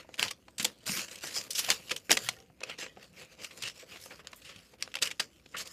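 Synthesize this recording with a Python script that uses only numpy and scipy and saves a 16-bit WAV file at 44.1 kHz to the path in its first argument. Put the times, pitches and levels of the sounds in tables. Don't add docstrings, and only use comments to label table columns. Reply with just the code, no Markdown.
import sys
import numpy as np
from scipy import signal
from scipy.fft import rfft, irfft
from scipy.io import wavfile
from scipy.ndimage import uniform_filter1d

SR = 44100
rng = np.random.default_rng(int(sys.argv[2]) if len(sys.argv) > 2 else 0)


def int16_out(signal):
    q = np.round(np.clip(np.atleast_2d(signal).T, -1, 1) * 32767)
    wavfile.write(sys.argv[1], SR, q.astype(np.int16))


def rack_gain(trim_db):
    fader = np.asarray(trim_db, float)
    return 10 ** (fader / 20)


N = 252252


def evened(x):
    return x / np.sqrt(np.mean(x ** 2) + 1e-20)


def smooth_noise(shape, width):
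    once = uniform_filter1d(rng.standard_normal(shape), width)
    return evened(uniform_filter1d(once, width))


def read(points, hz):
    f, value = np.transpose(points)
    return np.interp(np.log(hz + 1), np.log(f + 1), value)


def filtered(x, points):
    gain = rack_gain(read(points, np.fft.rfftfreq(N, 1 / SR)))
    return evened(irfft(rfft(x) * gain, N))


def coloured(x, points, patchy_db, extra_db):
    hz, t, z = signal.stft(x, SR, nperseg=256, noverlap=192)
    over_hz = uniform_filter1d(rng.standard_normal(z.shape), 3, 0)
    patches = evened(uniform_filter1d(over_hz, 40, 1))
    z = z * rack_gain(read(points, hz)[:, None] + patchy_db * patches + extra_db)
    return signal.istft(z, SR, nperseg=256, noverlap=192)[1][:N]


def causal(db):
    log = np.maximum(db, -100) * np.log(10) / 20
    circle = np.concatenate([log, log[..., -2:0:-1]], axis=-1)
    phase = -signal.hilbert(circle).imag[..., :log.shape[-1]]
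    return np.exp(log + 1j * phase)


def slips(shape, per_s, spread_db, hiss):
    hit = rng.random(shape) < per_s / SR
    size = rng.exponential(1, shape)
    sign = np.sign(rng.standard_normal(shape))
    clicks = hit * sign * rack_gain(spread_db * np.minimum(size, 4))
    return evened(clicks) + hiss * rng.standard_normal(shape)


# (time [s], pressure [dB])
LIGHT_DRAG = [(0.0, -73.5), (0.85, -70), (1.07, -66), (1.2, -54), (1.33, -50), (1.5, -52.5), (1.88, -56.5),
              (2.06, -68), (2.21, -47.5), (2.34, -57), (2.5, -76), (2.88, -67), (3.0, -73), (3.38, -73),
              (3.56, -56), (4.5, -63), (5.18, -66), (5.66, -75)]
# (start [s], hold [s], pressure [dB], brightness [dB], fizz [dB])
JERKY_STROKES = [(0.0, 0.0014, -46.5, -8, -18), (0.187, 0.008, -33, -9, -15), (0.6, 0.016, -40.5, -3, -8),
                 (0.652, .01, -40.5, -1, -8.5), (0.866, 0.13, -38.5, 3, -1.5),
                 (2.048, 0.014, -63.5, 8, 1.2), (2.104, 0.02, -29, -2, -5),
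                 (2.788, 0.042, -39.5, -2.3, -16.5), (3.387, 0.05, -50.5, -6, -23),
                 (3.572, 0.018, -51, 2, -10), (4.111, 0.02, -50, -6, -16), (4.455, 0.15, -57, -6, -16),
                 (4.957, 0.0035, -50, -7, -18), (5.019, 0.044, -37.5, -3, -11),
                 (5.204, .002, -39.5, -2, -14), (5.545, 0.01, -41, -19, -30)]
# (full pressure [s], hold [s], pressure [dB], brightness [dB], fizz [dB])
SWELLING_STROKES = [(0.236, 0.0029, -31.5, -1, -13), (0.832, .002, -59, -3, -12),
                    (0.99, 0.031, -37.5, -1.5, -11.5), (1.122, 0.015, -48.5, -2, -8),
                    (1.237, 0.052, -43.5, 0.5, -7.5), (1.36, 0.021, -44, 14.5, -3),
                    (1.592, 0.0017, -45.5, 19.5, 18), (1.63, 0.047, -45.5, -14, -1),
                    (1.706, 0.011, -31, -0.5, -8.5), (1.915, 0.012, -47, 0, -6), (2.24, 0.03, -49, 5, 3),
                    (2.295, 0.0043, -49, -5, -13), (2.704, 0.001, -40, -7.5, -20),
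                    (3.03, 0.01, -51.5, -4.5, -14), (3.193, 0.03, -49, -5, -11),
                    (3.327, 0.0022, -54, -4, -15), (3.44, 0.0012, -46.5, 2, -4),
                    (3.654, 0.024, -38.5, -2.5, -17), (3.81, 0.0022, -48.5, -4, -15),
                    (3.915, 0.055, -50, -7, -14), (4.01, 0.053, -59.5, 16, 12),
                    (4.27, 0.012, -56, -23, -23), (4.824, 0.0067, -48, -9, -16), (5.6, 0.04, -41, 2.5, -8),
                    (5.715, .004, -54, 1.5, -6)]
# (time [s], depth [dB])
HAND_LIFTS = [(0.169, 17), (1.203, 9.5), (1.49, 11), (2.163, 3.5), (2.76, 2), (3.365, 5), (3.735, 10),
              (3.854, 7.5), (4.228, 10), (4.77, 13), (5.643, 16.5)]


def hand(t):
    power = rack_gain(2 * np.interp(t, *np.transpose(LIGHT_DRAG)))
    bright, fizz = power * -1, power * -7.5
    # (strokes, rise [dB/s], fall [dB/s])
    for strokes, rise, fall in [(JERKY_STROKES, 2499.5, 361), (SWELLING_STROKES, 290, 324)]:
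        for s, hold, db, bright_db, fizz_db in strokes:
            before, after = np.maximum(s - t, 0), np.maximum(t - s - hold, 0)
            stroke = rack_gain(2 * (db - rise * before - fall * after))
            power = power + stroke
            bright = bright + stroke * bright_db
            fizz = fizz + stroke * fizz_db
    lift_s = 0.014
    lift_db = sum(db * np.exp(-((t - s) / lift_s) ** 2) for s, db in HAND_LIFTS)
    return 10 * np.log10(power) - lift_db, bright / power, fizz / power


# (frequency [Hz], level [dB])
FIBRE_COLOUR = [(410, -40), (700, -27.5), (863, -17.5), (1110, -8), (2100, -4), (7010, -9), (13700, -17),
                (15200, -20), (16000, -39.5)]
# (frequency [Hz], width [Hz], level [dB])
CURVED_PANELS = [
    (2730, 310, 4.5),
    (4720, 310, 5),
    (6900, 480, 4),
    (8530, 350, -4.5),
    (3700, 330, -3),
]
# (frequency [Hz], level [dB])
FLAP_COLOUR = [(35, -42.5), (60, -10), (184, -4), (312, -8), (515, -0.5), (850, -12.5), (1300, -14.5),
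               (1690, -33), (2860, -120)]


def sliding():
    t = np.arange(N) / SR
    clumps = smooth_noise(N, 70)
    drive = evened(slips(N, per_s=4000, spread_db=2.7, hiss=1.0) * rack_gain(2.2 * clumps))

    hz = np.fft.rfftfreq(256, 1 / SR)
    frames = np.arange(-(-N // 64) + 1) * 64 / SR
    pressure_db, bright_db, fizz_db = hand(frames)
    bright = np.interp(hz, [3000, 5200, 6200, 10500], [0, 1, 1, 0])[:, None]
    fizz = np.interp(hz, [6200, 10500], [0, 1])[:, None]
    upper_db = bright * (bright_db + 0.5) + fizz * (fizz_db + 8.0)

    bends = evened(uniform_filter1d(rng.standard_normal((len(CURVED_PANELS), len(frames))), 60))
    ring_db = 0
    for (centre, width, db), bend in zip(CURVED_PANELS, bends):
        distance = (hz[:, None] - centre * (1 + 0.07 * bend)) / width
        ring_db = ring_db + db * (1 + 0.45 * bend) / (1 + distance ** 2)
    rub = coloured(drive, FIBRE_COLOUR, patchy_db=2.8, extra_db=upper_db + ring_db)

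    lumps = smooth_noise(N, 900)
    flap = filtered(rng.standard_normal(N) * rack_gain(2.6 * lumps), FLAP_COLOUR)
    pressure_db = np.interp(t, frames, pressure_db)
    flap_db = 0.62 * uniform_filter1d(pressure_db, 600) - 28.5
    return rack_gain(pressure_db + 9.0) * rub + rack_gain(flap_db) * flap


# (time [s], level [dB], ring [Hz], tilt [dB/octave])
CREASE_POPS = [(1.5325, -36, 9000, 6), (4.2718, -36, 3100, 0), (0.6518, -20, 2750, 2.5),
               (0.1952, -22, 3900, -1), (0.228, -18, 2630, 0), (2.0956, -26.5, 1760, -7),
               (2.1164, -12, 4700, 2), (1.7028, -15.5, 6260, 1.8), (2.2885, -21.5, 2260, -0.5),
               (4.825, -24.5, 5240, 0.5), (4.9415, -33.5, 2400, -3), (4.8766, -42, 2480, -6),
               (4.9697, -34, 2400, -3)]
# (time [s], level [dB], ring [Hz], tilt [dB/octave])
SHORT_TICKS = [(0.6303, -32.5, 3400, 10), (0.895, -30, 2560, -4.5), (1.1597, -40.5, 2880, 4.5),
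               (1.4148, -38, 6930, 0.5), (1.6837, -50, 1170, 3), (1.6915, -28, 1730, -1),
               (1.8977, -38, 2560, 0), (1.9655, -31.5, 3020, 2), (2.1285, -20, 5190, 1),
               (2.1736, -22, 2180, -1.5), (2.618, -42.5, 2650, -8.5), (2.637, -30, 2500, -3),
               (2.8655, -39, 2060, -6), (3.6381, -34.5, 2200, -0.5), (4.919, -52.5, 2580, -2),
               (4.9787, -47, 2410, -1), (4.9902, -40.5, 2620, -1.5), (5.399, -60.5, 2490, -2),
               (5.4626, -48.5, 3200, -4.5), (5.6752, -43, 3050, 5)]
# (time [s], level [dB], ring [Hz], tilt [dB/octave])
FINGER_KNOCKS = [
    (0.0916, -44, 840, -8),
    (0.4835, -48, 800, -6.5),
    (2.501, -57, 695, -13),
    (2.607, -47.5, 650, -3.5),
    (2.9722, -43.5, 610, -11),
    (4.0614, -45, 600, -6.5),
    (4.2483, -52, 594, -6),
    (4.3323, -42, 1200, -5),
    (4.739, -53.5, 690, -5.5),
]
# (peak time [s], level [dB], ring [Hz], tilt [dB/octave], build-up [ms])
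SLOW_BUCKLES = [(0.2834, -35, 3830, -0.5, 2.4), (0.3126, -33, 2200, 1.5, 5.3),
                (0.6486, -21.5, 7100, 4, 3.3), (1.0863, -43, 2810, -1, 5.3), (1.187, -47.5, 3250, 3, 2.3),
                (1.2404, -37, 1680, -6.5, 3.7), (1.2746, -39.5, 3270, 3.5, 7.7), (1.5965, -27, 6000, 1, 6),
                (1.3664, -33.5, 3320, -3, 3.7), (1.6483, -31.5, 5640, 0.5, 7.7),
                (1.7171, -25, 3700, -1.5, 5.8), (1.9175, -25.5, 2210, -1.9, 8.4),
                (1.979, -45, 6120, 2, 6.3), (3.4475, -34.5, 2460, 0, 3.3), (3.6251, -33, 4360, 1.5, 4.1),
                (4.9543, -28, 2240, 0, 1.4), (5.0255, -20.5, 7500, 0.5, 2.7), (5.031, -24, 4940, 1, 4),
                (5.0741, -29.5, 2980, 0.8, 1.3), (5.1149, -32.5, 2400, -1, 4.1),
                (5.2024, -23.5, 4680, -1.3, 3.9)]
# (peak time [s], level [dB], ring [Hz], tilt [dB/octave], tail [ms])
LONG_CRUMPLES = [(1.344, -38, 5500, 5, 10), (1.7055, -23, 4600, 0, 6), (2.2915, -29, 4000, 1, 4),
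                 (3.215, -48, 2500, -3, 20), (0.1427, -40, 2850, -1, 3), (0.5836, -34, 7500, 2, 6),
                 (0.606, -34, 3000, 0, 6), (0.859, -47, 1400, 0, 10), (5.0188, -35.5, 5000, 2, 5),
                 (5.198, -27.5, 2500, -1.5, 4.8), (0.5991, -27.5, 7700, -0.5, 7.4),
                 (0.99, -41.5, 3300, 3, 18), (1.1141, -43, 7000, 0, 8.1), (1.26, -51, 1970, -9, 7.3),
                 (1.508, -31.5, 5130, 6.5, 10), (1.5548, -31.5, 5250, 3.5, 34), (1.584, -28, 5860, 2, 23),
                 (2.1085, -18, 4400, -2, 7.7), (2.698, -36.5, 2670, -5, 10), (2.826, -40.5, 2540, -7, 19),
                 (3.511, -47, 2380, -3.5, 13), (3.9186, -48, 2830, -3, 27), (3.959, -45, 2280, -5.5, 8.2),
                 (4.1081, -44, 1730, -6.5, 17), (4.195, -48, 1740, -8.5, 13.5),
                 (4.363, -54.5, 7460, 22, 23), (4.42, -52, 3100, -0.5, 7.5), (4.452, -48.5, 2800, 1, 54),
                 (4.4937, -45.5, 2600, -3, 21), (4.5618, -48, 3220, -0.5, 4.3), (5.571, -36, 2980, 1.5, 33),
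                 (5.584, -39.5, 7400, 11, 8.5)]
# (time [s], peak [dB], ring [Hz], tilt [dB/octave])
FIBRE_PRICKS = [(0.1514, -43, 2880, 1), (0.1564, -45, 7000, 4), (0.1704, -46, 5500, 2),
                (0.1796, -36, 2420, 0), (0.5082, -52, 7000, 5), (0.7874, -52, 9000, 10),
                (0.8714, -30, 1200, -3), (1.2101, -38, 4670, 3), (1.44, -38, 9000, 6),
                (2.1894, -27, 5700, 3), (2.2054, -43, 2340, -1), (2.3284, -43, 9000, 4),
                (2.3414, -44, 2900, 2), (2.3657, -45, 6000, 1), (2.388, -44, 4520, -2),
                (2.402, -41, 5500, 0), (2.4244, -50, 2740, -1), (2.6064, -38, 5500, -1),
                (2.8844, -46.5, 1980, -1), (2.9635, -47, 1880, -4), (3.0794, -53, 5000, 0),
                (3.13, -52, 9000, 6), (3.2494, -46, 6500, 3), (3.3932, -46, 1990, -2),
                (3.7609, -46, 4560, 0), (3.7783, -43, 4590, 2), (3.7973, -40, 4510, 0),
                (3.8985, -41, 3110, -2), (4.0023, -43, 3780, -1), (4.1587, -41, 5500, 2),
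                (4.3181, -45, 7000, 5), (4.3456, -49, 7000, 4), (4.59, -47, 3310, 0), (4.809, -42, 5070, 4),
                (5.0557, -26, 2360, 2), (5.1056, -31, 2660, 0.5), (5.4899, -51, 3320, 0),
                (5.657, -38, 7000, 3)]


def creases():
    rows = []
    # (creases, (rise [ms], fall [ms]))
    for kind, rise_fall in [(CREASE_POPS, (0.62, 1.6)), (SHORT_TICKS, (3.64, 2.6)), (FINGER_KNOCKS, (2.4, 3.3))]:
        rows += [(*row, *rise_fall) for row in kind]
    for *row, rise in SLOW_BUCKLES:
        rows.append((*row, rise, 3.7 + 0.083 * rise))
    for *row, tail in LONG_CRUMPLES:
        rows.append((*row, 1.9 + 0.099 * tail, tail))
    for s, peak_db, hz, tilt in FIBRE_PRICKS:
        rows.append((s, peak_db - 10.5, hz, tilt, 0.74, 2.0))
    return rows


# (frequency [Hz], level [dB])
SHEET_COLOUR = [(88, -46), (150, -10.5), (514, -4.5), (905, -5.5), (2760, 5), (5680, 1), (6510, -1),
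                (7180, -0.5), (12700, -14), (15100, -21), (16000, -26)]


def snaps():
    s, level_db, ring_hz, tilt, rise, fall = np.transpose(creases())[:, :, None]
    ms = (np.arange(4096) - 1024) * 1000 / SR
    hz = np.fft.rfftfreq(4096, 1 / SR)
    build_db = -9 * abs(ms / np.maximum(rise - 0.4, 0.05)) ** 2.4
    fade_db = -9 * ms / np.maximum(fall, 0.2)
    shape_db = np.where(ms < 0, build_db, fade_db)
    drive = slips((len(s), 4096), per_s=7700, spread_db=1.5, hiss=0.84) * rack_gain(shape_db)
    drive += 1.9 * (ms == 0) * np.exp(-rise / 1.7)

    modes = smooth_noise((len(s), len(hz)), 30)
    ring_db = 6.5 / (1 + ((hz - ring_hz) / (280 + 0.07 * ring_hz)) ** 2)
    tilt_db = tilt * np.log2(np.clip(hz, 700, 14000) / 3500)
    colour_db = read(SHEET_COLOUR, hz) + ring_db + 1.42 * modes + tilt_db
    sound = irfft(rfft(drive) * causal(colour_db), 4096)
    loudest = np.sqrt(uniform_filter1d(sound ** 2, 100).max(1, keepdims=True))
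    sound *= rack_gain(level_db) / loudest

    out = np.zeros(N + 8192)
    np.add.at(out, np.round(s * SR).astype(int) + np.arange(4096), sound)
    return out[1024:N + 1024]


# (peak time [s], level [dB], frequency [Hz], swell [ms])
AIR_PUFFS = [(0.048, -53.5, 584, 3.1), (0.258, -42, 1050, 4), (0.312, -45, 1150, 2.5), (0.602, -42, 200, 5),
             (0.632, -46, 210, 6), (0.649, -35, 924, 2.48), (0.652, -38, 460, 4), (0.66, -44, 210, 6),
             (0.835, -58, 460, 6.2), (0.898, -34, 194, 3.4), (0.985, -41.5, 201, 3.6),
             (1.372, -47.5, 608, 5.0), (1.5, -46.5, 503, 2.7), (1.689, -34, 645, 5.0), (1.71, -38, 800, 6),
             (1.858, -55, 358, 3.6), (1.92, -36.5, 557, 3.5), (2.108, -28, 495, 3.5), (2.122, -36, 260, 6),
             (2.113, -31, 760, 4), (2.174, -37, 557, 4.2), (2.255, -54, 119, 30), (2.27, -43.5, 1890, 6.3),
             (2.272, -50, 3850, 6), (2.29, -42.5, 658, 3.4), (2.37, -55, 1850, 3.5),
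             (2.387, -60, 472, 30.0), (2.461, -77.5, 1830, 6.5), (2.5, -56, 141, 5.2),
             (2.636, -56, 290, 4.74), (2.793, -46, 500, 4), (2.9, -60, 1950, 12), (2.97, -55, 200, 8),
             (2.977, -49, 657, 5.0), (3.122, -63, 187.4, 37), (3.638, -56, 111, 8.4),
             (3.831, -46.5, 466, 3.9), (4.564, -50, 152, 5.1), (4.964, -48, 565, 5.1),
             (5.205, -43.5, 557, 3.54), (5.549, -36, 1316, 2.66)]


def puffs():
    s, level_db, hz, swell = np.transpose(AIR_PUFFS)[:, :, None]
    ms = np.arange(8192) * 1000 / SR
    detune, phase = rng.random((2, len(s), 1))
    drift = np.cumsum(rng.standard_normal((len(s), len(ms))), axis=1)
    wander = drift * 0.003 * np.sqrt(np.minimum(hz, 700))
    main = np.sin(2 * np.pi * hz * ms / 1000 + wander)
    neighbour_hz = hz * (0.64 + 1.1 * detune)
    neighbour = np.sin(2 * np.pi * (neighbour_hz * ms / 1000 + phase))
    u = ms / np.clip(swell, 1, 40)
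    sound = rack_gain(level_db) * (main + 0.56 * neighbour) * u * np.exp(1 - u)

    out = np.zeros(N + 16384)
    start = np.round((s - swell / 1000) * SR).astype(int)
    np.add.at(out, start + np.arange(8192), sound)
    return out[:N]


# (frequency [Hz], time to fall 60 dB [s])
ROOM_DECAY = [
    (250, 0.28),
    (700, 0.16),
    (2000, 0.035),
    (5000, 0.098),
    (12000, 0.044),
]


def room(x):
    taps = np.zeros(SR // 2)
    at = np.arange(180, SR // 2 - 20, 20)
    taps[at + rng.integers(0, 20, len(at))] = rng.choice([-1., 1.], len(at))
    hz, t, z = signal.stft(taps, SR, nperseg=256)
    decay = rack_gain(-60 * t / read(ROOM_DECAY, hz)[:, None])
    tail = signal.istft(z * decay, SR, nperseg=256)[1]
    return signal.fftconvolve(x, tail / np.linalg.norm(tail))[:N]


# (frequency [Hz], level [dB])
AIR_COLOUR = [(15, -47), (25, -36), (56, 13), (99, 10), (326, 8), (531, -18), (1160, -34.5), (1440, -10),
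              (5000, -32), (6560, -26.5), (7310, -27.5), (13600, -20), (16000, -39.5)]


def quiet_air():
    return rack_gain(-66.5) * filtered(rng.standard_normal(N), AIR_COLOUR)


def scene():
    rub = sliding()
    cracks = snaps() + puffs()
    tail = room(rack_gain(-15.0) * cracks + rack_gain(-21.0) * rub)
    return (rub + cracks + tail + quiet_air())[None]


def top_cut(x):
    return signal.sosfilt(signal.butter(12, 16450, fs=SR, output="sos"), x)


def record(dry):
    edge_hz = 15350
    low_pass = signal.firwin(95, edge_hz, window=("kaiser", 6), fs=SR)
    mix = signal.oaconvolve(dry, low_pass[None], "same")
    return top_cut(mix)


dry = scene()
out = record(dry)
int16_out(out)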